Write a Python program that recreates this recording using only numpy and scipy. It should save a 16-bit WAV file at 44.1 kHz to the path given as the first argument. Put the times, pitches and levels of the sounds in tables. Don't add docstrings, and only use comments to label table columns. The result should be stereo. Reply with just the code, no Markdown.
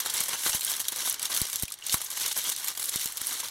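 import sys
import numpy as np
from scipy import signal
from scipy.fft import rfft, irfft
from scipy.io import wavfile
from scipy.ndimage import uniform_filter1d

SR = 44100
rng = np.random.default_rng(int(sys.argv[2]) if len(sys.argv) > 2 else 0)


def wav_record(signal):
    frames = np.transpose(np.atleast_2d(signal))
    bounded = np.clip(frames, -1, 1)
    quanta = np.round(bounded * 32767).astype(np.int16)
    wavfile.write(sys.argv[1], SR, quanta)


N = 154350
TIME = np.arange(N) / SR

# (frequency [Hz], relative density [dB per Hz])
ROOM_TONE_SPECTRUM = [(25, -7), (65, -38), (100, 4.5), (150, -14), (400, -20), (1500, -11), (15000, -54)]
# (time [s], push level [dB], push lobe [s], sideways puff level [dB], puff lobe [s])
PANEL_POPS = [(0.2062, -38.5, 0.0021, -20, 0.0022), (0.496, -43, 0.0041, -22, 0.0022),
              (0.5481, -31.5, 0.0027, -14, 0.0013), (1.4170, -24, 0.0029, -29.5, 0.003),
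              (1.558, -46, 0.0028, -27, 0.00085), (1.6342, -24, 0.0028, -28, 0.0023),
              (1.9431, -27, 0.0027, -18.5, 0.0018), (2.959, -29.5, 0.0017, -12.5, 0.0014),
              (3.058, -34.5, 0.0015, -48, .002), (3.2150, -47, 0.0032, -46, 0.0027)]
# (time [s], mid-glide pitch [Hz], peak level [dB])
FACET_PINGS = [(.618, 4170, -26), (0.679, 3250, -23.5), (0.738, 3680, -28), (1.682, 2470, -28.5),
               (1.712, 1250, -33.5), (1.824, 2860, -29), (1.839, 6700, -37), (2.063, 6500, -31),
               (2.583, 10900, -34), (2.9405, 4310, -27), (3.433, 990, -24.5)]
# (time [s], level before TICK_TRIM_DB [dB])
CREASE_TICKS = [(0.07, -27), (0.1684, -22), (0.1775, -23), (0.2885, -25), (0.394, -28.5), (0.422, -31),
                (0.5082, -28), (0.5948, -26), (0.6316, -25.5), (0.639, -29), (0.6658, -23), (0.7174, -21),
                (0.7656, -24.5), (0.796, -26), (0.8158, -26), (0.8684, -39), (0.9611, -23.5), (0.9705, -30),
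                (1.0047, -25), (1.0804, -24), (1.1422, -23.5), (1.2183, -25), (1.249, -26), (1.3402, -26),
                (1.4673, -29), (1.4993, -26.5), (1.5404, -28), (1.598, -27.5), (1.7885, -38.5),
                (1.8108, -42), (1.884, -30), (2.1148, -28), (2.1994, -26), (2.2086, -29), (2.3271, -23),
                (2.395, -28), (2.587, -34), (2.5999, -27.5), (2.6744, -23), (2.703, -27), (2.8184, -29),
                (2.8286, -27), (3.033, -31), (3.3278, -27)]
# (time [s], level before SNAP_TRIM_DB [dB], extra low mids [dB], extra top [dB], decay [s])
FOLD_SNAPS = [(0.0015, -22, 3, 3, 0.0042), (0.0603, -24.5, 18, 7, 0.0018), (0.0977, -17.5, -36, -6, 0.0056),
              (0.1378, -21, 6, 7, 0.0055), (0.2035, -17, -1, 4, 0.0034), (0.2105, -27.5, 17, 0, 0.0016),
              (0.2368, -20.5, -19, 0, 0.002), (0.2836, -27, 3, 11, 0.0011),
              (0.3328, -28.5, -1, -27, 0.0007), (0.409, -33, -2, -16, 0.0018),
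              (0.4636, -21, 14.5, -4, 0.0007), (0.466, -28, -1, 6, 0.005), (0.495, -22.5, 10, 8, 0.0017),
              (0.5478, -23.5, 6, 7, 0.002), (0.555, -24.5, 1.5, -4, 0.0021), (0.6088, -22, -2, 1, 0.0023),
              (0.619, -31, -12, -23, 0.0013), (0.6477, -21.5, -3, 9, 0.0016),
              (0.7382, -24, -8, -13.5, 0.0011), (0.8003, -21, 3, 4.5, 0.003),
              (0.852, -27, -11, -12, 0.0018), (0.8828, -23, 1, 8, 0.0029), (0.884, -17, -8, -4.5, 0.0016),
              (0.9203, -26.5, 10, 6, 0.0028), (1.0743, -25, 13, -6.5, 0.0026),
              (1.0966, -18.5, -12, 6, 0.003), (1.1262, -25, -15, 9, 0.0012), (1.1951, -23, -8, -7, 0.0024),
              (1.228, -19.5, -6, -1, 0.0024), (1.254, -17, -25, -11, 0.0024), (1.3006, -30, 18, 3, 0.004),
              (1.3482, -22, -22, 7, 0.0015), (1.3639, -17.5, -3, -9, 0.0025), (1.3742, -21, 0, 0, 0.00077),
              (1.4166, -16.5, -12, 0, 0.00078), (1.4533, -23.5, -2, -9.5, 0.0012),
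              (1.5302, -20.5, -7, -4, 0.0016), (1.5584, -18.5, -10, 0, 0.00043),
              (1.6244, -28.5, 20.5, 23, 0.001), (1.6332, -29, 6, 18, 0.0007),
              (1.654, -29.5, -6, -8, 0.0015), (1.6796, -30.5, -14, -3, 0.0039),
              (1.703, -33, -15, 0, 0.0015), (1.721, -23.5, -17, -4.5, 0.0025),
              (1.74, -29.5, -10, 0, 0.0011), (1.8654, -21, -4, 1, 0.0032), (1.8953, -22, -15, -19.5, 0.002),
              (1.924, -19, -7, -8, 0.003), (1.9425, -15, 9.5, 0, 0.0018), (2.016, -27.5, 9, 12, 0.0018),
              (2.0443, -30.5, -5, 12, 0.0042), (2.1027, -27, -3, 3, 0.0022),
              (2.1735, -23.5, 0.5, -3.5, 0.0028), (2.214, -21.5, -15, -1, 0.0036),
              (2.2616, -18.5, -1, -1, 0.0024), (2.3165, -24, -3, -4, 0.003), (2.365, -24.5, 10, -2, 0.003),
              (2.375, -23, 3, 12, 0.0045), (2.4408, -24, -3, 2, 0.0026), (2.4924, -22, 5, 5, 0.0021),
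              (2.4992, -20, -16, -3, 0.0011), (2.517, -18.5, -4, -6.5, 0.01),
              (2.564, -22.5, -45, -11, 0.00075), (2.644, -25, 3, 9, 0.0028), (2.6828, -19.5, 0, -1, 0.0022),
              (2.7503, -29, 0, -9, 0.0043), (2.7747, -24, 3.5, 0, 0.0024), (2.796, -22.5, -1, 0, 0.0035),
              (2.8397, -22, -1, 2, 0.0036), (2.8573, -27.5, -17, 15, 0.0011),
              (2.8926, -20, -20, 3.5, 0.0017), (2.9396, -24, 2, -8, 0.0019), (2.959, -20, -1, 8, 0.0012),
              (3.0436, -27, -12, 8, 0.0009), (3.0585, -19, -16, -0.5, 0.00048),
              (3.074, -24.5, -10, -6, 0.0012), (3.123, -28, -6, 3, 0.0012), (3.1717, -24, -19, 0, 0.0012),
              (3.1769, -23, -6, -4, 0.002), (3.216, -23.5, 7, 5, 0.00079), (3.27, -24.5, 5, 9, 0.001),
              (3.402, -24, -7, -3.5, 0.005), (3.484, -27.5, -4, -6, 0.0021)]
# (time [s], crackle level before its trims [dB])
HAND_PRESS = [(0.0, -31.5), (0.024, -39.5), (0.048, -42.5), (0.054, -33.5), (0.093, -40), (0.132, -40),
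              (0.144, -31), (0.275, -38), (0.287, -33), (0.311, -38), (0.338, -31), (0.356, -36.5),
              (0.419, -35.5), (0.473, -26.5), (0.509, -35), (0.554, -29), (0.599, -42.5), (0.7, -31),
              (0.796, -41), (0.802, -33.5), (0.835, -44.5), (0.886, -41), (0.913, -45), (0.928, -34.5),
              (0.946, -40), (1.012, -32), (1.045, -35.5), (1.06, -28.5), (1.107, -36), (1.182, -49),
              (1.251, -34), (1.284, -43.5), (1.305, -34.0), (1.395, -31), (1.452, -39), (1.518, -40.5),
              (1.533, -36), (1.622, -41.5), (1.634, -32), (1.643, -46.5), (1.679, -56), (1.685, -50),
              (1.739, -52), (1.757, -58.5), (1.808, -56.0), (1.856, -44.5), (1.871, -41), (1.916, -35.5),
              (1.94, -29.5), (1.993, -42.5), (2.02, -36), (2.032, -45), (2.056, -40.0), (2.101, -47),
              (2.11, -39.5), (2.2, -37.5), (2.218, -31.5), (2.305, -35.5), (2.323, -34.0), (2.338, -45.5),
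              (2.389, -28.5), (2.404, -36.5), (2.439, -38), (2.469, -30.5), (2.538, -42.5), (2.697, -35.5),
              (2.718, -40.5), (2.751, -52), (2.757, -45), (2.823, -37), (2.867, -40), (2.891, -33.5),
              (2.903, -41), (2.948, -33), (2.987, -38.5), (3.005, -32.5), (3.143, -46.5), (3.17, -41),
              (3.197, -44), (3.218, -35), (3.227, -39), (3.29, -33), (3.388, -38.5), (3.403, -34),
              (3.424, -43), (3.445, -35), (3.499, -47)]
# (time [s], low mids before their trim [dB], top [dB])
GRIP_COLOUR = [(0, -5, -2.5), (.03, -4.5, -7), (.1, -2, -7.5), (.22, -6.5, -4.5), (.33, -0.5, -6.5),
               (.41, -9.5, -4.5), (.47, -7, -5), (.62, -5.5, -1.5), (.97, -5.5, -6.5), (1.08, -6, 0),
               (1.16, -4, -13), (1.25, -4, -6), (1.6, -9, -5.5), (1.78, -2, -15.5), (1.93, -7.5, -2),
               (2.0, -4, -5), (2.24, -7, -5.5), (2.71, -5, -5), (3.03, -9, -4), (3.11, -4, -5.5),
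               (3.29, -6, -2.5), (3.5, -2, -6.5)]
# (frequency [Hz], relative density [dB per Hz])
FOIL_SPECTRUM = [(40, -29), (120, -18.5), (250, -14.5), (450, -11), (720, -10.5), (900, -6.5), (1080, -5),
                 (1300, -7), (1600, -4.5), (1850, -6), (2100, -2), (2350, -3.5), (2550, -8.5), (2750, -3),
                 (3100, -1.5), (4150, 0), (5050, -3), (5750, 2), (7500, 2.5), (8500, 4), (9500, 2.5),
                 (11000, 5.5), (12500, 1.5), (14000, -0.5), (15800, -5.5)]
# (frequency [Hz], level [dB])
STEREO_WIDTH = [(60, 0.5), (250, -1), (550, -13), (900, -12), (1800, -17), (3000, -33), (8300, -32),
                (10000, -19), (13000, -6.5), (16000, -4)]
# (frequency [Hz], level difference [dB])
LEFT_LEAN = [(300, -3), (700, 2.8), (1400, 1.2), (2600, 0), (9000, 0), (12000, 3.6), (13600, 4), (15000, 1)]
# (frequency [Hz], phase [rad])
LEFT_LAG = [(11800, 0), (14000, .7)]

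ROOM_TONE_MIDDLE_DB, ROOM_TONE_SIDE_DB = -66.5, -65.5
ROOM_DB, ROOM_DECAY_S, ROOM_GAP_S = -16.5, 0.0075, 0.006
TAIL_CYCLES_PER_S = 1.475
POP_ONSET = 1.96
PING_DECAY_S = 0.0034
PING_SAG = 0.049
TICK_TRIM_DB, TICK_DECAY_S = -3.5, 0.0013
SNAP_TRIM_DB = -3
LEVEL_WINDOW_S = 0.0028
BRITTLE_S = 0.00075
CREASES_PER_S, CREASE_SPREAD_DB, CREASE_DECAY_S = 1400, 2, 0.00037
CRACKLE_TRIM_DB, LOW_MIDS_TRIM_DB = 2.5, 7
EVEN_OVER_S = 0.032
FLICKERS_PER_S, FLICKER_DB = 110, 2.0
OPENING_SHARE = 0.27
SHEET_DB, SHEET_DECAY_S = -12, 0.0067
FACET_LOW_HZ, FACET_HIGH_HZ, FACET_DECAY_S, FACET_DB = 2803, 12560, 0.007, -11
LOW_MID_HZ, TOP_HZ = 2130, 6440
CUTOFF_HZ = 15850
GRAIN = 2048


def from_db(db):
    return 10 ** (np.asarray(db) / 20)


def unit(x):
    return x / np.sqrt(np.sum(x ** 2) + 1e-20)


def in_time(rows):
    s, *columns = np.transpose(rows)
    return [np.interp(TIME, s, c) for c in columns]


def at_hz(points, hz):
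    at, value = np.transpose(points)
    return np.interp(np.log(hz + 1), np.log(at), value)


def bins(size):
    return np.arange(size // 2 + 1) * SR / size


def causal(db):
    cepstrum = irfft(np.log(from_db(db)))
    half = len(cepstrum) // 2
    cepstrum[1:half] *= 2
    cepstrum[half + 1:] = 0
    return irfft(np.exp(rfft(cepstrum)))


def through(x, response):
    response = np.array(response, ndmin=x.ndim)
    return signal.fftconvolve(x, response, axes=-1)[..., :x.shape[-1]]


def regions(hz):
    low = 1 / (1 + (hz / LOW_MID_HZ) ** 6)
    top = 1 - 1 / (1 + (hz / TOP_HZ) ** 6)
    return low, 1 - low - top, top


def add(out, s, sound):
    i = int(s * SR)
    out[..., i:i + sound.shape[-1]] += sound[..., :N - i]


def room_tone():
    response = unit(causal(at_hz(ROOM_TONE_SPECTRUM, bins(4 * GRAIN))))
    gains = from_db([[ROOM_TONE_MIDDLE_DB], [ROOM_TONE_SIDE_DB]])
    return gains * through(rng.standard_normal((2, N)), response)


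def room(x, count=5):
    t = TIME[:SR // 3]
    envelope = np.exp(-t / ROOM_DECAY_S) * (t > ROOM_GAP_S)
    out = np.zeros(N)
    for k in range(count):
        turn = TIME * TAIL_CYCLES_PER_S + k / count
        share = np.clip(np.cos(2 * np.pi * turn), 0, 1)
        reflections = unit(rng.standard_normal(len(t)) * envelope)
        out += through(x * share, reflections)
    return from_db(ROOM_DB) * out / np.sqrt(count / 4)


def puff(lobe_s):
    u = POP_ONSET * TIME[:GRAIN] / lobe_s
    wave = -u ** (POP_ONSET - 1) * (POP_ONSET - u) * np.exp(-u)
    return wave / np.abs(wave).max()


def filtered(x, order, edge_hz, kind="low"):
    return signal.sosfilt(signal.butter(order, edge_hz, kind, fs=SR, output="sos"), x)


def pops():
    push, sideways = np.zeros(N), np.zeros(N)
    for s, push_db, push_s, puff_db, puff_s in PANEL_POPS:
        add(push, s, from_db(push_db) * puff(push_s))
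        add(sideways, s, from_db(puff_db) * puff(puff_s))
    push = filtered(push, 2, 2700)
    sideways = filtered(sideways, 2, 1100)
    return push, 1.3 * filtered(sideways, 1, 90, "high")


def pings():
    out, t = np.zeros((2, N)), TIME[:GRAIN]
    fade = np.exp(-t / PING_DECAY_S)
    for s, hz, db in FACET_PINGS:
        pitch = hz * (1 + 2 * PING_SAG * (fade - 0.5))
        phase = 2 * np.pi * np.cumsum(pitch) / SR
        add(out[0], s, from_db(db) * np.sin(phase) * fade)
    return out


def crease(decay_s, patchy_db, tick, facet_db, low_db=0, top_db=0):
    t, hz = TIME[:GRAIN], bins(GRAIN)
    opening = 1 - np.exp(-(t + 1 / SR) / (OPENING_SHARE * decay_s))
    decay = np.exp(-t / decay_s) + from_db(SHEET_DB) * np.exp(-t / SHEET_DECAY_S)
    burst = rng.standard_normal((2, GRAIN)) * unit(opening * decay)
    burst[0, 0] += tick * rng.choice([-1, 1])
    facet_hz = FACET_LOW_HZ * (FACET_HIGH_HZ / FACET_LOW_HZ) ** rng.random()
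    facet = np.sin(2 * np.pi * facet_hz * t) * np.exp(-t / FACET_DECAY_S)
    burst[0] += from_db(facet_db) * unit(facet)
    knots = np.linspace(0, np.sqrt(CUTOFF_HZ), 30)
    patches_db = patchy_db * np.interp(np.sqrt(hz), knots, rng.standard_normal(30))
    patches_db -= 10 * np.log10(np.mean(from_db(patches_db[hz < CUTOFF_HZ]) ** 2))
    low, _, top = regions(hz)
    colour_db = patches_db + low_db * low + top_db * (top - 0.5)
    return through(np.array([unit(b) for b in burst]), causal(colour_db))


def ticks():
    out = np.zeros((2, N))
    for s, db in CREASE_TICKS:
        tick = crease(TICK_DECAY_S, patchy_db=3.5, tick=0.69, facet_db=FACET_DB)
        add(out, s, from_db(db + TICK_TRIM_DB) * np.sqrt(LEVEL_WINDOW_S * SR) * tick)
    return out


def snaps():
    out = np.zeros((2, N))
    for s, db, low_db, top_db, decay_s in FOLD_SNAPS:
        brittle = min(BRITTLE_S / decay_s, 1)
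        snap = crease(decay_s, patchy_db=1.5, tick=brittle, facet_db=-13, low_db=low_db, top_db=top_db)
        add(out, s, from_db(db + SNAP_TRIM_DB) * np.sqrt(LEVEL_WINDOW_S * SR) * snap)
    return out


def colour_flicker():
    steps = rng.standard_normal(GRAIN)
    return from_db(FLICKER_DB * np.interp(TIME * FLICKERS_PER_S, np.arange(GRAIN), steps))


def crackle(count=120):
    born = rng.random(N) < CREASES_PER_S / SR
    size_db = CREASE_SPREAD_DB * np.minimum(rng.exponential(1, N), 3.8)
    sizes = born * from_db(size_db) * rng.choice([-1, 1], N)
    energy = uniform_filter1d(sizes ** 2, int(EVEN_OVER_S * SR))
    energy = uniform_filter1d(energy, int(EVEN_OVER_S * SR / 2))
    sizes = sizes / np.sqrt(energy + 1e-4)
    dealt = rng.integers(0, count, N)
    kinds = [crease(CREASE_DECAY_S, patchy_db=5, tick=0.3, facet_db=FACET_DB) for _ in range(count)]
    out = np.zeros((2, N))
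    for i in np.flatnonzero(born):
        add(out, i / SR, sizes[i] * kinds[dealt[i]])
    spectrum = rfft(out, 2 * N)
    shares = regions(bins(2 * N))
    low, middle, top = (irfft(spectrum * share)[:, :N] * colour_flicker() for share in shares)
    press_db, = in_time(HAND_PRESS)
    low_db, top_db = in_time(GRIP_COLOUR)
    coloured = low * from_db(low_db + LOW_MIDS_TRIM_DB) + middle + top * from_db(top_db)
    return from_db(press_db + CRACKLE_TRIM_DB - top_db / 2) * coloured


def microphone(x, sign):
    hz = bins(2 * N)
    gain = from_db(sign * at_hz(LEFT_LEAN, hz) / 2)
    lag = np.exp(-1j * sign * at_hz(LEFT_LAG, hz) / 2)
    return irfft(rfft(x, 2 * N) * gain * lag)[:N]


def scene():
    hz = bins(GRAIN)
    top_cut_db = 40 * np.clip((hz - CUTOFF_HZ) / 2000, 0, 1)
    colour = unit(causal(at_hz(FOIL_SPECTRUM, hz) - top_cut_db))
    foil = through(pings() + ticks() + snaps() + crackle(), colour)
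    middle, side = (x + room(x) for x in foil)
    side = through(side, causal(at_hz(STEREO_WIDTH, hz)))
    push, sideways = pops()
    tone_middle, tone_side = room_tone()
    channels = []
    for sign in (1, -1):
        foil_heard = microphone(middle + sign * side, sign)
        channels.append(foil_heard + push + tone_middle + sign * (tone_side - sideways))
    return np.array(channels)


def record(dry):
    low_pass = signal.firwin(301, CUTOFF_HZ, fs=SR, window="blackman")
    return signal.fftconvolve(dry, low_pass[None], "same", axes=1)


dry = scene()
out = record(dry)
wav_record(out)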